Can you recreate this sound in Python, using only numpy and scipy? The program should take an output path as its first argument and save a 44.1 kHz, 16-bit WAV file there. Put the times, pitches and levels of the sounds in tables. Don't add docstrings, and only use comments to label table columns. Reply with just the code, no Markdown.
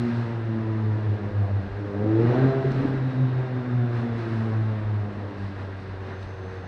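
import sys
import numpy as np
from scipy import signal
from scipy.fft import rfft, irfft, next_fast_len
from scipy.io import wavfile
from scipy.ndimage import uniform_filter1d

SR = 44100
rng = np.random.default_rng(int(sys.argv[2]) if len(sys.argv) > 2 else 0)


def waveform_to_disk(signal):
    frames = np.transpose(np.atleast_2d(signal))
    scaled = np.clip(frames, -1, 1) * 32767
    samples = np.round(scaled).astype(np.int16)
    wavfile.write(sys.argv[1], SR, samples)


def ratio_of_db(decibels):
    return 10 ** (np.asarray(decibels, float) / 20)


N = 294147
TIME_S = np.arange(N) / SR


def rms_one(x):
    return x / np.sqrt(np.mean(x ** 2) + 1e-20)


def in_time(rows):
    s, *columns = np.transpose(rows)
    return [np.interp(TIME_S, s, column) for column in columns]


def cycles_to_phase(hz):
    return 2 * np.pi * np.cumsum(hz) / SR


def drift(rate_hz):
    r = np.exp(-80 * np.pi * rate_hz / SR)
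    white = rng.standard_normal(N // 40 + 2002)
    slow = signal.lfilter([1], [1, -2 * r, r * r], white)[2000:]
    return np.interp(np.arange(N) / 40, np.arange(len(slow)), rms_one(slow - slow.mean()))


def swells(rows):
    s, length_s, *lifts = np.transpose(rows)
    coarse = np.arange(0, N, 40)
    bells = np.exp(-np.abs(2 * (coarse[:, None] / SR - s) / length_s) ** 2)
    return [np.interp(np.arange(N), coarse, bells @ lift) for lift in lifts]


def resonate(x, hz, width_hz):
    r = np.exp(-np.pi * width_hz / SR)
    poles = [1, -2 * r * np.cos(2 * np.pi * hz / SR), r * r]
    return signal.lfilter(np.array([1, 0, -1]) * (1 - r * r) / 2, poles, x)


def coloured(spectrum, patchy_db):
    hz, level_db = np.transpose(spectrum)
    edges = 20 * 2 ** np.arange(0, 10.1, .5)
    white = rng.standard_normal((2, N))
    patches = np.zeros(N)
    for k in range(len(edges) - 1):
        band = signal.butter(2, edges[k:k + 2], "band", fs=SR, output="sos")
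        patches += ratio_of_db(patchy_db * drift(10.0)) * signal.sosfilt(band, white[k % 2])
    size = next_fast_len(N)
    grid_hz = np.arange(size // 2 + 1) * SR / size + 1
    shape = ratio_of_db(np.interp(np.log(grid_hz), np.log(hz), level_db, left=-80, right=-80))
    return rms_one(irfft(rfft(patches, size) * shape, size)[:N])


def circuit_tone():
    return np.sqrt(2) * ratio_of_db(-102) * np.sin(2 * np.pi * 9625 * TIME_S)


# (time [s], length [s], lift [dB])
GUSTS = [(0, .1, 15), (.92, 0.1, 4), (1.33, 0.16, 3.5), (1.72, .14, 17), (2.88, 0.5, 14.5), (3.44, .1, 7),
         (3.77, 0.089, 8), (4.16, 0.14, 9), (4.62, .12, 8), (4.88, 0.12, 10), (5.18, 0.068, 20),
         (5.44, .1, 11), (5.6, .08, 11), (5.9, 0.47, 7), (6.28, 0.078, 10), (6.47, .14, 6)]


def wind():
    band = signal.butter(3, [28, 68], "band", fs=SR, output="sos")
    rumble = signal.sosfilt(band, rng.standard_normal(N))
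    return ratio_of_db(-56.5 + swells(GUSTS)[0] - 2 * drift(4.0)) * rms_one(rumble)


# (frequency [Hz], density [dB per Hz])
ROAR = [(60, -43), (100, 1.5), (160, -10), (300, -9.5), (500, -12.5), (1000, -16.5), (1900, -19.5),
        (2300, -28), (3300, -38.5), (4400, -49.5), (5200, -46.5), (7000, -61), (9000, -71.5),
        (12800, -68.5)]
# (frequency [Hz], density [dB per Hz])
HISS = [(1500, -22.5), (2500, 13), (3300, -3.5), (4400, -1), (5200, 1.5), (6500, -9), (7200, -13.5),
        (9000, -19), (10300, -18.5), (12800, -33)]
# (time [s], length [s], roar lift [dB], hiss lift [dB])
PASSES = [(.1, .4, 2.5, 8), (2.36, .42, 7, 5), (2.79, .3, 3, 7), (3.99, .14, 3, 6), (4.2, .1, 1, 4),
          (4.36, .38, 3, 6), (5.44, .14, 1, 5), (5.61, .1, 3, 3), (3.12, .1, 2, 1), (4.75, .3, 1, 1),
          (5.81, .08, 0.1, 3), (6.1, .14, 3, 2), (6.24, .12, 0, 4), (6.55, .1, 1, 3)]
# (time [s], peak [dB])
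TICK = [
    (2.7194, -48.5),
    (6.23, -52.5),
]


def traffic():
    faster_hz = in_time(ENGINE)[0] - 105
    roar_lift_db, hiss_lift_db = swells(PASSES)
    roar = ratio_of_db(-40 + 0.0872 * faster_hz + roar_lift_db) * coloured(ROAR, patchy_db=0.9)
    clicks = np.full(N, 1e-18)
    for s, peak_db in TICK:
        clicks[round(s * SR)] = ratio_of_db(peak_db)
    flick = np.convolve(clicks, ratio_of_db(-5) * np.hanning(500), "same")
    hiss_level = ratio_of_db(-65 + 0.0172 * faster_hz + hiss_lift_db) + flick
    return roar + hiss_level * coloured(HISS, patchy_db=0.6)


# (frequency [Hz], level [dB])
SQUEAL = [
    (6130, -73),
    (6330, -78.5),
]
# (time [s], level [dB])
SQUEAL_SWELL = [
    (5.8, -18),
    (6.05, -12),
    (6.15, -3),
    (6.45, -1.5),
    (6.67, -3),
]


def brakes():
    width_hz = 90
    lines = np.zeros(N)
    for hz, level_db in SQUEAL:
        once = resonate(rng.standard_normal(N), hz, width_hz)
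        lines += ratio_of_db(level_db) * rms_one(resonate(once, hz, width_hz))
    return ratio_of_db(in_time(SQUEAL_SWELL)[0]) * lines


# (time [s], level [dB])
GEAR = [
    (2.1, -95),
    (2.35, -76),
    (2.6, -75),
    (2.9, -81),
    (3.1, -76.5),
    (3.6, -75.5),
    (4.15, -75),
    (4.4, -90),
]


def gear_whine():
    broken = ratio_of_db(3.5 * drift(12))
    phase = cycles_to_phase(5000 - 385 * TIME_S) + 1.5 * drift(30)
    return np.sqrt(2) * ratio_of_db(in_time(GEAR)[0]) * broken * np.sin(phase)


# (time [s], peak [dB], ring [Hz])
POPS = [
    (2.643, -14.5, 391),
    (2.711, -16.5, 259),
    (2.804, -17.5, 266),
    (2.844, -12.5, 281),
    (2.939, -17.5, 266),
]


def afterfire():
    out = np.zeros(N)
    t = np.arange(int(.05 * SR)) / SR
    swell = t / 0.0063 * np.exp(1 - t / 0.0055)
    for s, peak_db, hz in POPS:
        at = round(s * SR)
        out[at:at + len(t)] -= ratio_of_db(peak_db - 3.0) * swell * np.sin(2 * np.pi * hz * t)
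    return out


# (frequency [Hz], density [dB per Hz])
RASP = [(60, -14), (130, 4), (300, 9), (500, 5), (800, -2.5), (1500, -23), (2500, -29), (4000, -48),
        (7000, -51)]


def combustion_rasp(turn, rasp_db):
    puffs = 1 + .5 * np.cos(turn)
    return ratio_of_db(rasp_db) * puffs * coloured(RASP, patchy_db=3.5)


# (multiple of firing rate, level against the effort [dB])
UPPER_ORDERS = [(6, -8.5), (7, -15), (8, -16.5), (9, -14.5), (10, -15.5), (11, -14.5), (12, -15)]
# (time [s], length [s], multiple, lift [dB])
UPPER_SWELLS = [(0.247, .3, 8, 13), (.3, .15, 7, 6), (.52, .25, 9, 7), (.7, 0.49, 11, 6.5),
                (0.853, .35, 9, 10.5), (0.849, 0.25, 8, 6.5), (1.0, .25, 7, 7.5), (1.443, 0.33, 7, 10),
                (2.082, 0.16, 7, 13.5), (2.35, .2, 6, 6.5), (3.801, 0.28, 6, 6.5), (4.3, .25, 8, 3),
                (4.42, 0.53, 6, 5), (4.505, .4, 10, 8.5), (5.049, .35, 7, 10)]


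def upper_orders(firing_hz, effort_db):
    crank = cycles_to_phase(uniform_filter1d(firing_hz, size=SR // 5))
    common_db = -48 + .6 * (effort_db - effort_db.mean())
    tone = np.zeros(N)
    for k, order_db in UPPER_ORDERS:
        own_swells = [(s, length_s, lift_db * (round(order) == round(k)))
                      for s, length_s, order, lift_db in UPPER_SWELLS]
        level_db = swells(own_swells)[0] + common_db + order_db + 2.0 * drift(4.3)
        tone += ratio_of_db(level_db) * np.sin(round(k) * crank + 0.66 * drift(6.7))
    return np.sqrt(2) * tone


def echo_beat(nulls):
    s, depth_db, lift_db = np.transpose(nulls)
    t = np.arange(0, N, 20) / SR
    end_s = max(s[-1] + .5, 2 * N / SR - s[-1] - .5)
    slip = np.interp(t, np.r_[s[0] - .5, s, end_s], np.arange(len(s) + 2))
    crest = ratio_of_db(np.interp(slip - .5, np.arange(len(s) + 1), np.r_[0, lift_db]))
    floor = ratio_of_db(np.minimum(np.interp(t, s, depth_db), 0))
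    beat = crest * np.hypot(np.sin(np.pi * slip), floor * np.cos(np.pi * slip))
    return np.interp(TIME_S, t, beat)


# (multiple of firing rate, level at the crest [dB], share following effort, not exhaust [0-1])
LOW_ORDERS = [
    (1, 1, 0.051),
    (2, -5, 0.13),
    (3, 4, 0.91),
    (4, 3, 0.94),
    (5, -3, 0.84),
]
# (frequency [Hz], gain [dB])
PIPE = [(95, 0.5), (190, -2.5), (240, -1), (285, -3), (335, 4.5), (400, 0), (460, -3), (560, -2.5)]
# (time [s], depth [dB], lift of the swell that follows [dB])
NULLS_1 = [(.11, -18.5, -2.5), (.29, -3.5, -5), (.53, 0.5, -2.5), (.78, -8, 1.6), (1.02, -7.5, 0.9),
           (1.2, -16.5, -8.5), (1.3, -23.5, -2), (1.49, -10.5, 3.5), (1.68, -19, 1.5), (1.91, -25.5, -1.5),
           (2.15, -1, 2), (2.35, -10, 0.7), (2.54, -10.5, -5), (2.62, -20, -1), (2.73, -21, 1.3),
           (2.84, -18, -1.5), (2.99, -5.5, 3.5), (3.14, -9.5, 4.5), (3.32, -4.5, 1), (3.46, -3.5, -3),
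           (3.65, -8.5, 2), (3.9, -3, -0.5), (4.07, -19, -4), (4.16, -1, 0.3), (4.83, -5, -0.1),
           (5.11, -5, -8.5), (5.35, -7, 1.5), (5.54, -7, 0.3), (5.71, -4, 0), (5.84, -2.5, -2)]
NULLS_2 = [(-.05, -9, 5), (.19, -14, -7), (.44, -18, 2.5), (.7, -4, -0.5), (1.08, -3.5, -5),
           (1.359, -12.5, -6.5), (1.45, -22, -8.5), (1.56, -26.5, 6.5), (1.74, -12, 2.5),
           (1.83, -29.5, 4.5), (2.17, -15, -1.8), (2.32, -20.5, 2.5), (2.4, -9, 6), (2.53, -20, -15.5),
           (2.61, -13, 2), (3.0, -14.5, 3), (3.15, -4.5, 5.5), (3.321, -11, -8), (3.44, -25, -7),
           (3.529, -0.5, 4), (3.731, -4.5, 2), (3.89, -7.5, 0.2), (4.2, -17.5, 3), (4.65, -7.5, -1),
           (4.88, -2.5, -4.5), (5.27, -8, 3.5), (5.65, -2, -3), (6.08, -19, -5), (6.37, -25, -1),
           (6.58, -9, 4)]
NULLS_3 = [(-.04, -8, 4), (.16, -7, -4), (.44, 0.5, 0), (1.02, -7.5, -2.5), (1.33, -10, -1),
           (1.76, -11.5, 9.5), (1.89, -18, -1.5), (1.99, -12.5, 8), (2.21, 3, 5), (2.27, -17, -1.5),
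           (2.41, 1, 1.5), (2.64, -18, 5.7), (3.08, -10, 4), (3.6, -3, -1), (4.16, -9.5, 1),
           (4.42, -13, -7), (4.55, -19, -3), (4.64, -18, -6.5), (5.05, -17, -3), (5.41, 8, 4.5),
           (5.87, 0, 2), (6.18, -15, -17)]
NULLS_4 = [(.03, -20, -4), (.11, -19, -4.5), (.2, -9, -1), (.5, -26, -0.5), (.87, -2.5, -1),
           (1.39, -14, -12), (1.67, -18, 7.5), (1.91, -2, 3.5), (2.12, -10, 11.5), (2.27, -20.5, 3.5),
           (2.39, -20, -6.5), (2.7, -16.5, -14), (3.05, -11, -0.5), (3.32, -12.5, -2.5), (3.75, -3.5, -2.5),
           (4.38, -13.5, -0.5), (4.61, -10, -9.7), (5.2, 7, -5), (5.42, -14, -0.5), (5.92, 5, 3),
           (6.218, -25, 3.5)]
NULLS_5 = [(.1, -13, -3), (.6, -8, -5), (1.059, -13.5, 3.5), (1.72, -9.5, 6.5), (1.99, -24.5, 9),
           (2.13, -11, -0.5), (2.27, -0.5, -1.8), (2.4, -2, 6), (2.72, -16.5, 2.5), (3.3, -9.5, -3),
           (3.7, -3, -3.5), (4.2, -12.5, -6.5), (4.42, -22, -1), (4.62, -10, -4.5), (4.98, -18, -1),
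           (5.429, -15, 4), (5.75, -15, 7.5), (6.22, -8, 11)]


def low_orders(turn, firing_hz, crest_db, effort_db):
    tone = np.zeros(N)
    all_nulls = (NULLS_1, NULLS_2, NULLS_3, NULLS_4, NULLS_5)
    for index, ((k, order_db, share), nulls) in enumerate(zip(LOW_ORDERS, all_nulls)):
        pipe_db = np.interp(k * firing_hz, *np.transpose(PIPE))
        level_db = order_db + crest_db + share * (effort_db - crest_db) + pipe_db
        flutter_db = .4 * index * drift(9.7)
        wander = .24 * np.sqrt(index + 1) * drift(8.6)
        tone += echo_beat(nulls) * ratio_of_db(level_db + flutter_db) * np.sin((index + 1) * turn + wander)
    return np.sqrt(2) * tone


# (time [s], firing rate [Hz], exhaust crest [dB], effort [dB], combustion rasp [dB])
ENGINE = [(0, 119.9, -20.5, -48.5, -51), (.5, 112.1, -22.5, -46, -49), (1, 106.2, -25, -47, -42.5),
          (1.5, 98.84, -18, -51, -42.5), (1.7, 96.3, -36, -54, -45.5), (1.8, 102.3, -32, -52, -48.5),
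          (1.95, 100.8, -30, -40.5, -38.5), (2.17, 111.8, -21.5, -40.5, -34.5),
          (2.45, 133.8, -19.5, -33.5, -30), (2.62, 133.5, -18, -42, -45), (2.85, 134.3, -23, -51, -32.5),
          (3.08, 128.9, -25, -58, -44.5), (3.42, 127.8, -21.5, -50, -42.5), (4.2, 114.6, -25, -44, -61.5),
          (5.02, 103.5, -25, -42.5, -50), (5.14, 100.8, -27.5, -47.5, -43), (5.8, 95.43, -36, -56.5, -58),
          (6.67, 93.24, -35, -55, -75)]


def exhaust():
    firing_hz, crest_db, effort_db, rasp_db = in_time(ENGINE)
    turn = cycles_to_phase(firing_hz) - np.pi / 2
    tone = low_orders(turn, firing_hz, crest_db, effort_db) + upper_orders(firing_hz, effort_db)
    return tone + combustion_rasp(turn, rasp_db)


def tunnel(x):
    t60_s = 1.8
    t = np.arange(SR) / SR
    tail = rng.standard_normal(SR) * ratio_of_db(-60 * t / t60_s) * (t > .02)
    tail /= np.sqrt(np.sum(tail ** 2))
    tail = signal.sosfilt(signal.butter(2, 170.0, "high", fs=SR, output="sos"), tail)
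    eased = x * np.minimum(np.arange(N) / 900, 1)
    return ratio_of_db(-6) * signal.fftconvolve(eased, tail)[:N]


def scene():
    surroundings = circuit_tone() + wind() + traffic() + brakes()
    engine = gear_whine() + afterfire() + exhaust()
    return (surroundings + engine + tunnel(engine))[None]


def roll_off(x):
    return signal.sosfilt(signal.butter(12, 12780, fs=SR, output="sos"), x)


# (frequency [Hz], width [Hz], lift [dB])
HELMET = [(1613, 43, 5), (2800, 220, 2.5), (3590, 380, 4), (4114, 640, 9.5), (5060, 670, -2),
          (8000, 710, 5.5), (10200, 900, 1.5)]


def record(dry):
    for hz, width_hz, lift_db in HELMET:
        dry = dry + (ratio_of_db(lift_db) - 1) * resonate(dry, hz, width_hz)
    return roll_off(dry)


dry = scene()
out = record(dry)
waveform_to_disk(out)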